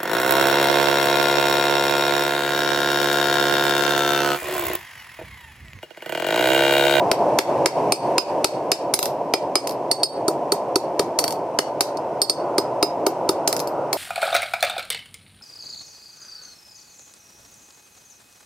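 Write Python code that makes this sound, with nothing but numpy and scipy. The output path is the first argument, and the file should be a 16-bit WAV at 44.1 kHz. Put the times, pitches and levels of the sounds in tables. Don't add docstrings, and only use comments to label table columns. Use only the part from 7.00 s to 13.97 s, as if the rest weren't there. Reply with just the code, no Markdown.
import sys
import numpy as np
from scipy import signal
from scipy.fft import rfft, irfft, next_fast_len
from scipy.io import wavfile
from scipy.ndimage import uniform_filter1d, minimum_filter1d, map_coordinates

SR = 44100
rng = np.random.default_rng(int(sys.argv[2]) if len(sys.argv) > 2 else 0)


def unload_audio(sound):
    columns = np.transpose(np.atleast_2d(sound))
    steps = np.round(np.clip(columns, -1, 1) * 32767)
    wavfile.write(sys.argv[1], SR, steps.astype(np.int16))


N = 307377
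T = np.arange(int(.42 * SR)) / SR

# frequency in Hz, t60 in seconds.
ROOM_DECAY = [(200, 0.033), (1500, 0.29), (4500, 0.24), (8500, 0.2), (13000, 0.16)]
# frequency in Hz, left-right likeness from 0 to 1.
STEREO_LIKENESS = [(60, .98), (300, .996), (700, .985), (1100, .92), (2500, .65), (6000, .3)]
# frequency in Hz, left lead in radians.
PORT_LEAD = [(1000, 0), (4300, -.1), (5900, 1.6), (8800, 2.3), (10000, .4), (11500, 1), (13000, 2.6)]

# time in seconds, then roar, flame and gas hiss in dB.
FORGE_LEVELS = [(0, -19, -39.5, -44.5), (.8, -18.5, -41, -44), (1.2, -21, -43, -45.5),
                (1.7, -24.5, -46.5, -50.5), (2.4, -25.5, -48.5, -52), (3.6, -25, -47.5, -51.5),
                (4.7, -27.5, -45.5, -52.5), (5.6, -24, -40.5, -51), (5.9, -24.5, -45.5, -51.5),
                (6.45, -25, -39, -51), (6.97, -26, -38.5, -51.5)]
# frequency in Hz, width in Hz, boost in dB.
FIREBOX_MODES = [(142, 30, 4), (335, 50, 2), (545, 50, 3), (598, 35, 3), (690, 45, 3), (905, 40, 2.5),
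                 (970, 35, 2)]
# frequency in Hz, relative density in dB.
ROAR_SPECTRUM = [(30, -47), (50, -45), (80, -26.5), (125, -13.5), (220, -14.5), (300, -6), (460, -4),
                 (700, -1), (800, -5.5), (1000, -6), (1150, -19.5), (1400, -47.5), (2200, -70),
                 (4000, -120)]
FLAME_SPECTRUM = [(400, -49), (800, 7), (1100, 4), (1240, 6.5), (1380, 0.5), (1500, 2.5), (1700, -19.5),
                  (2200, -45), (4000, -120)]
HISS_SPECTRUM = [(1000, -28), (1600, 5.5), (2000, 3.5), (2700, 3), (3600, -8), (4600, -7), (5600, -5),
                 (7000, -11.5), (8800, -11.5), (10000, -17), (12400, -14.5), (14500, -64)]
CRACK_SPECTRUM = [(1200, -15.5), (3000, -5.5), (4200, 4.5), (5500, 8), (7000, 4), (9000, 1.5), (11500, 0),
                  (13500, 0), (14500, -30), (16500, -21)]
CLACK_SPECTRUM = [(25, -10.5), (60, -11.5), (130, -7.5), (300, -4), (700, 10.5), (1250, 3), (1650, -3.5),
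                  (2300, 2.5), (3000, -1.5), (4500, -7), (8000, -35.5)]

# frequency in Hz, relative level in dB, t60 in seconds.
STAND_MODES = [(395.5, 3, 0.045), (334, -11, 0.1), (478, -5, 0.042), (912, -3.5, 0.024), (1256, -1, 0.018),
               (3850, -15.5, 0.026)]
# frequency in Hz, relative level in dB, base t60 in seconds,
# left over right in dB, left lead in radians.
ANVIL_LOW_MODES = [(4494, 0, .045, -4, -.7), (4440, -11, .03, -3, -.4), (5507, -21, .07, -3, .5),
                   (8557, -9, .06, 0, 2.3), (8333, -13, .035, 0, 2.5), (2676, -33, .05, 2, -.3)]
ANVIL_HIGH_MODES = [(5015, 0, .11, -2, -.2), (3870, -14, .03, 0, -.1), (9738, -23, .07, -3, .4),
                    (10760, -21, .04, -1, .5)]
HAMMER_MODES = [(12829, 0, .1, 1, 2.4), (13424, -11, .04, 0, 2.8), (13185, -11, .03, 0, 2.8),
                (10309, -11, .04, -2, .5), (9738, -14, .07, -3, .4)]
CLINK_MODES = [(9738, 0, .075, -3, .4)]

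# start in seconds, force in dB, first flight in seconds,
# then low and high anvil ring in relative dB.
HAMMER_DROPS = [(1.9379, 6, .0521, -35.5, -21), (2.6714, -13.5, 0.022, -14, -17),
                (4.188, -1.5, .0524, -8, -37), (6.475, -1.5, 0.052, -22, -23)]
# start in
# seconds, force in dB, then low anvil ring, high anvil ring and hammer ring # in relative dB, then freedom to
ANVIL_TAPS = [(2.9135, 6, -3.5, -24, -26, 0.15), (3.0327, 9, -3, -12, -26, 0.2),
              (4.323, -10.5, -23, -36, -24, 0.2), (4.9706, -19.5, -9.5, -21, -34, 0.05),
              (5.2169, 7.5, -5, -16, -18, 0.2), (5.2963, 6, -3.5, -18, -34, 0.09),
              (6.5998, -7, -26, -29, -20, .2), (6.6727, -16, -15, -23, -15, 0.25)]
# start in seconds, force in dB, then stand thud, bar clack,
# low anvil ring, high anvil ring and hammer ring in relative dB.
BLOWS_ON_HORN = [(3.2804, -5, -1, -33, -6, -39, -18), (3.52, -2.5, -5.5, -24, -6, -43, -19),
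                 (3.757, 1, -4, -27, -5, -44, -26), (3.9935, -2.5, -3.5, -15.5, -9.5, -28, -24),
                 (5.5809, -3, -3, -20.5, -9, -14, -22), (5.8268, 0, -3.5, -16.5, -9, -11, -16),
                 (6.0649, -3, -2.5, -17, -13, -23, -16), (6.2904, -1.5, -4, -20, -10, -25, -19)]
# start in seconds, force in dB, then knock of bar and stand,
# high anvil ring and hammer ring in relative dB.
BLOWS_ON_FACE = [(0.1141, 1, 5, -26, -21), (0.387, 9.5, 2.5, -27, -31), (0.6586, 12, 0.5, -23, -29),
                 (0.9213, 13.5, -0.5, -20, -34), (1.1808, 10.5, 1, -14.5, -44),
                 (1.4437, 10.5, -0.5, -25, -37), (1.7168, 9, -3.5, -17.5, -42), (2.337, 2, 5.5, -14.5, -34),
                 (2.5546, 7, 0, -13, -46), (4.5877, 3.5, 0.5, -27, -28), (4.8072, 6, -4.5, -26, -28),
                 (6.929, -2.5, -1.5, -27, -15)]


def amp(db):
    return 10 ** (np.asarray(db) / 20)


def along(points, hz):
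    knots_hz, values = np.transpose(points)
    return np.interp(np.log(hz + 1), np.log(knots_hz + 1), values)


def wobble(rate):
    knots = rng.standard_normal(int(N * rate / SR) + 4)
    return map_coordinates(knots, [np.arange(N) * rate / SR])


def add(out, start, sound):
    part = out[:, round(start * SR):][:, :len(T)]
    part += sound[:, :part.shape[1]]


def filtered(x, response):
    n = x.shape[-1]
    size = 2 * next_fast_len(n // 2 + 4096)
    return irfft(rfft(x, size) * response(np.fft.rfftfreq(size, 1 / SR)), size)[..., :n]


def causal(gain):
    cepstrum = irfft(np.log(gain))
    half = len(cepstrum) // 2
    cepstrum[1:half] *= 2
    cepstrum[half + 1:] = 0
    return np.exp(rfft(cepstrum))


def workshop(x, onset_s):
    hz, t, noise = signal.stft(rng.standard_normal((2, len(T))), SR, nperseg=256)
    decay = amp(-60 * t / along(ROOM_DECAY, hz)[:, None])
    tail = signal.istft(noise * decay, SR, nperseg=256)[1][:, :len(T)]
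    tail *= 1 - np.exp(-(T / onset_s) ** 2)
    return signal.fftconvolve(x, tail / np.linalg.norm(tail[0]), axes=1)[:, :len(T)]


def rush(spectrum, resonances=()):
    def response(hz):
        boost_db = sum(db / (1 + (2 * (hz - centre) / width) ** 2) for centre, width, db in resonances)
        spread = np.arccos(np.clip(along(STEREO_LIKENESS, hz), -1, 1)) / 2
        return amp(along(spectrum, hz) + boost_db) * [np.cos(spread), np.sin(spread)]

    mid, side = filtered(rng.standard_normal((2, N)), response)
    pair = np.array([mid + side, mid - side])
    return pair / np.sqrt(np.mean(pair ** 2))


def forge():
    times, *levels = np.transpose(FORGE_LEVELS)
    roar_db, flame_db, hiss_db = [np.interp(np.arange(N) / SR, times, db) for db in levels]
    flutter_db = .6 * wobble(rate=14)
    roar = amp(roar_db + flutter_db) * rush(ROAR_SPECTRUM, FIREBOX_MODES)
    flame = amp(flame_db + flutter_db) * rush(FLAME_SPECTRUM)
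    hiss = amp(hiss_db) * rush(HISS_SPECTRUM)
    return (roar + flame + hiss) * amp([[-.11], [.11]])


def burst(spectrum, contact_s, t60, rise_s, width):
    t = T[:2048]
    noise = rng.standard_normal(len(t)) + width * rng.standard_normal((2, len(t)))
    envelope = amp(-60 * np.maximum(t - contact_s, 0) / t60) * (1 - np.exp(-t / rise_s))
    ports = lambda hz: np.exp(.5j * np.outer([1, -1], along(PORT_LEAD, hz)))
    pair = filtered(noise * envelope, lambda hz: causal(amp(along(spectrum, hz))) * ports(hz))
    pair /= np.sqrt(np.mean(pair[:, t < .004] ** 2))
    return np.pad(pair, ((0, 0), (0, len(T) - len(t))))


def thud(delay_s, rise_s):
    t = np.maximum(T - delay_s, 0)
    seating = 1 + .025 * rng.standard_normal(len(STAND_MODES))
    swing = sum(amp(db - 60 * t / t60) * np.sin(2 * np.pi * hz * detune * t)
                for detune, (hz, db, t60) in zip(seating, STAND_MODES))
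    return swing * (1 - np.exp(-t / rise_s))


def ring(modes, freedom, overtone_db, t60_scale, linger_db, linger_t60, choke_db=0, beat_hz=27):
    out, side = np.zeros((2, len(T))), np.array([[.5], [-.5]])
    beat = 1 + .5 * np.cos(2 * np.pi * (beat_hz * T + rng.random()))
    linger = freedom * amp(linger_db - 60 * T / linger_t60) * beat
    bright_db = overtone_db - choke_db * (1 - freedom)
    for k, (hz, db, t60, pan_db, lead) in enumerate(modes):
        spot_db = (bright_db + 2 * rng.standard_normal()) * (k > 0)
        phase = 2 * np.pi * (hz * T + rng.random()) + side * lead
        envelope = amp(-60 * T / (t60_scale * t60)) + linger
        out += amp(db + spot_db + side * pan_db) * envelope * np.sin(phase)
    return out * (1 - np.exp(-T / .00075))


def strike(crack_db, clack_db, thud_db, low_db, high_db, hammer_db, freedom, contact_s):
    crack = amp(crack_db) * burst(CRACK_SPECTRUM, contact_s, t60=7.1 * contact_s,
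                                  rise_s=.31 * contact_s, width=.97)
    clack = amp(clack_db) * burst(CLACK_SPECTRUM, contact_s=.0025, t60=.012, rise_s=.00061, width=.25)
    steel = amp(low_db) * ring(ANVIL_LOW_MODES, freedom, overtone_db=6, t60_scale=.69,
                               linger_db=-10, linger_t60=.27, choke_db=2)
    steel += amp(high_db) * ring(ANVIL_HIGH_MODES, freedom, overtone_db=4, t60_scale=.96,
                                 linger_db=-16, linger_t60=.22)
    steel += amp(hammer_db) * ring(HAMMER_MODES, freedom, overtone_db=1.5, t60_scale=.98,
                                   linger_db=-16, linger_t60=.27)
    push = amp(thud_db) * thud(delay_s=.002994, rise_s=.0023)
    room = workshop(amp(-11) * (crack + clack) + amp(-17.5) * steel + amp(-24) * push, onset_s=.002)
    return crack + clack + steel + push + room


def clink():
    note = amp(-4.5) * ring(CLINK_MODES, freedom=1, overtone_db=0, t60_scale=.86,
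                            linger_db=-40, linger_t60=.25)
    out = np.zeros((2, N))
    add(out, HAMMER_DROPS[0][0], note + amp(-22) * workshop(note, onset_s=.004))
    return out


def bouncing(landings=4, flight_ratio=.73, bounce_loss_db=5, ring_loss_db=1):
    out = np.zeros((2, N))
    for start, force_db, flight_s, low_db, high_db in HAMMER_DROPS:
        for k in range(landings):
            landing = start + flight_s * np.sum(flight_ratio ** np.arange(k))
            click = strike(crack_db=-11.5, clack_db=-18.5, thud_db=-17,
                           low_db=low_db - ring_loss_db * k, high_db=high_db - ring_loss_db * k,
                           hammer_db=-15, freedom=.29, contact_s=.0026 if k == 0 else .0012)
            add(out, landing, amp(force_db - bounce_loss_db * k) * click)
    return out


def hammering():
    out = np.zeros((2, N))
    for start, force_db, knock_db, high_db, hammer_db in BLOWS_ON_FACE:
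        blow = strike(crack_db=-15.5, clack_db=knock_db - 16, thud_db=knock_db - 14, low_db=-15.5,
                      high_db=high_db, hammer_db=hammer_db, freedom=.25, contact_s=.002)
        add(out, start, amp(force_db) * blow)
    for start, force_db, thud_db, clack_db, low_db, high_db, hammer_db in BLOWS_ON_HORN:
        blow = strike(crack_db=-16.5, clack_db=clack_db, thud_db=thud_db, low_db=low_db,
                      high_db=high_db, hammer_db=hammer_db, freedom=0, contact_s=.0025)
        add(out, start, amp(force_db) * blow)
    for start, force_db, low_db, high_db, hammer_db, freedom in ANVIL_TAPS:
        tap = strike(crack_db=-18, clack_db=-28, thud_db=-17.5, low_db=low_db,
                     high_db=high_db, hammer_db=hammer_db, freedom=freedom, contact_s=.0024)
        add(out, start, amp(force_db) * tap)
    return out


def scene():
    return hammering() + bouncing() + clink() + forge()


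def limiter(x, ceiling_db=-10.5, sense_s=.0038, hold_s=.061, release_db_per_s=191):
    sense, hold = int(sense_s * SR), int(hold_s * SR)
    power = uniform_filter1d(np.mean(x ** 2, axis=0), sense)
    level_db = 10 * np.log10(np.abs(power) + 1e-12)
    held_db = minimum_filter1d(np.minimum(ceiling_db - level_db, 0), hold, origin=(hold - 1) // 2)
    climb_db = release_db_per_s * np.arange(N) / SR
    gain_db = np.minimum.accumulate(held_db - climb_db) + climb_db
    return x * amp(uniform_filter1d(gain_db, sense // 2))


def record(dry):
    limited = limiter(dry)
    rounded = limited / (1 + np.abs(limited) ** 6) ** (1 / 6)
    return filtered(rounded, lambda hz: np.clip((16800 - hz) / 500, 0, 1))


dry = scene()
out = record(dry)
unload_audio(out)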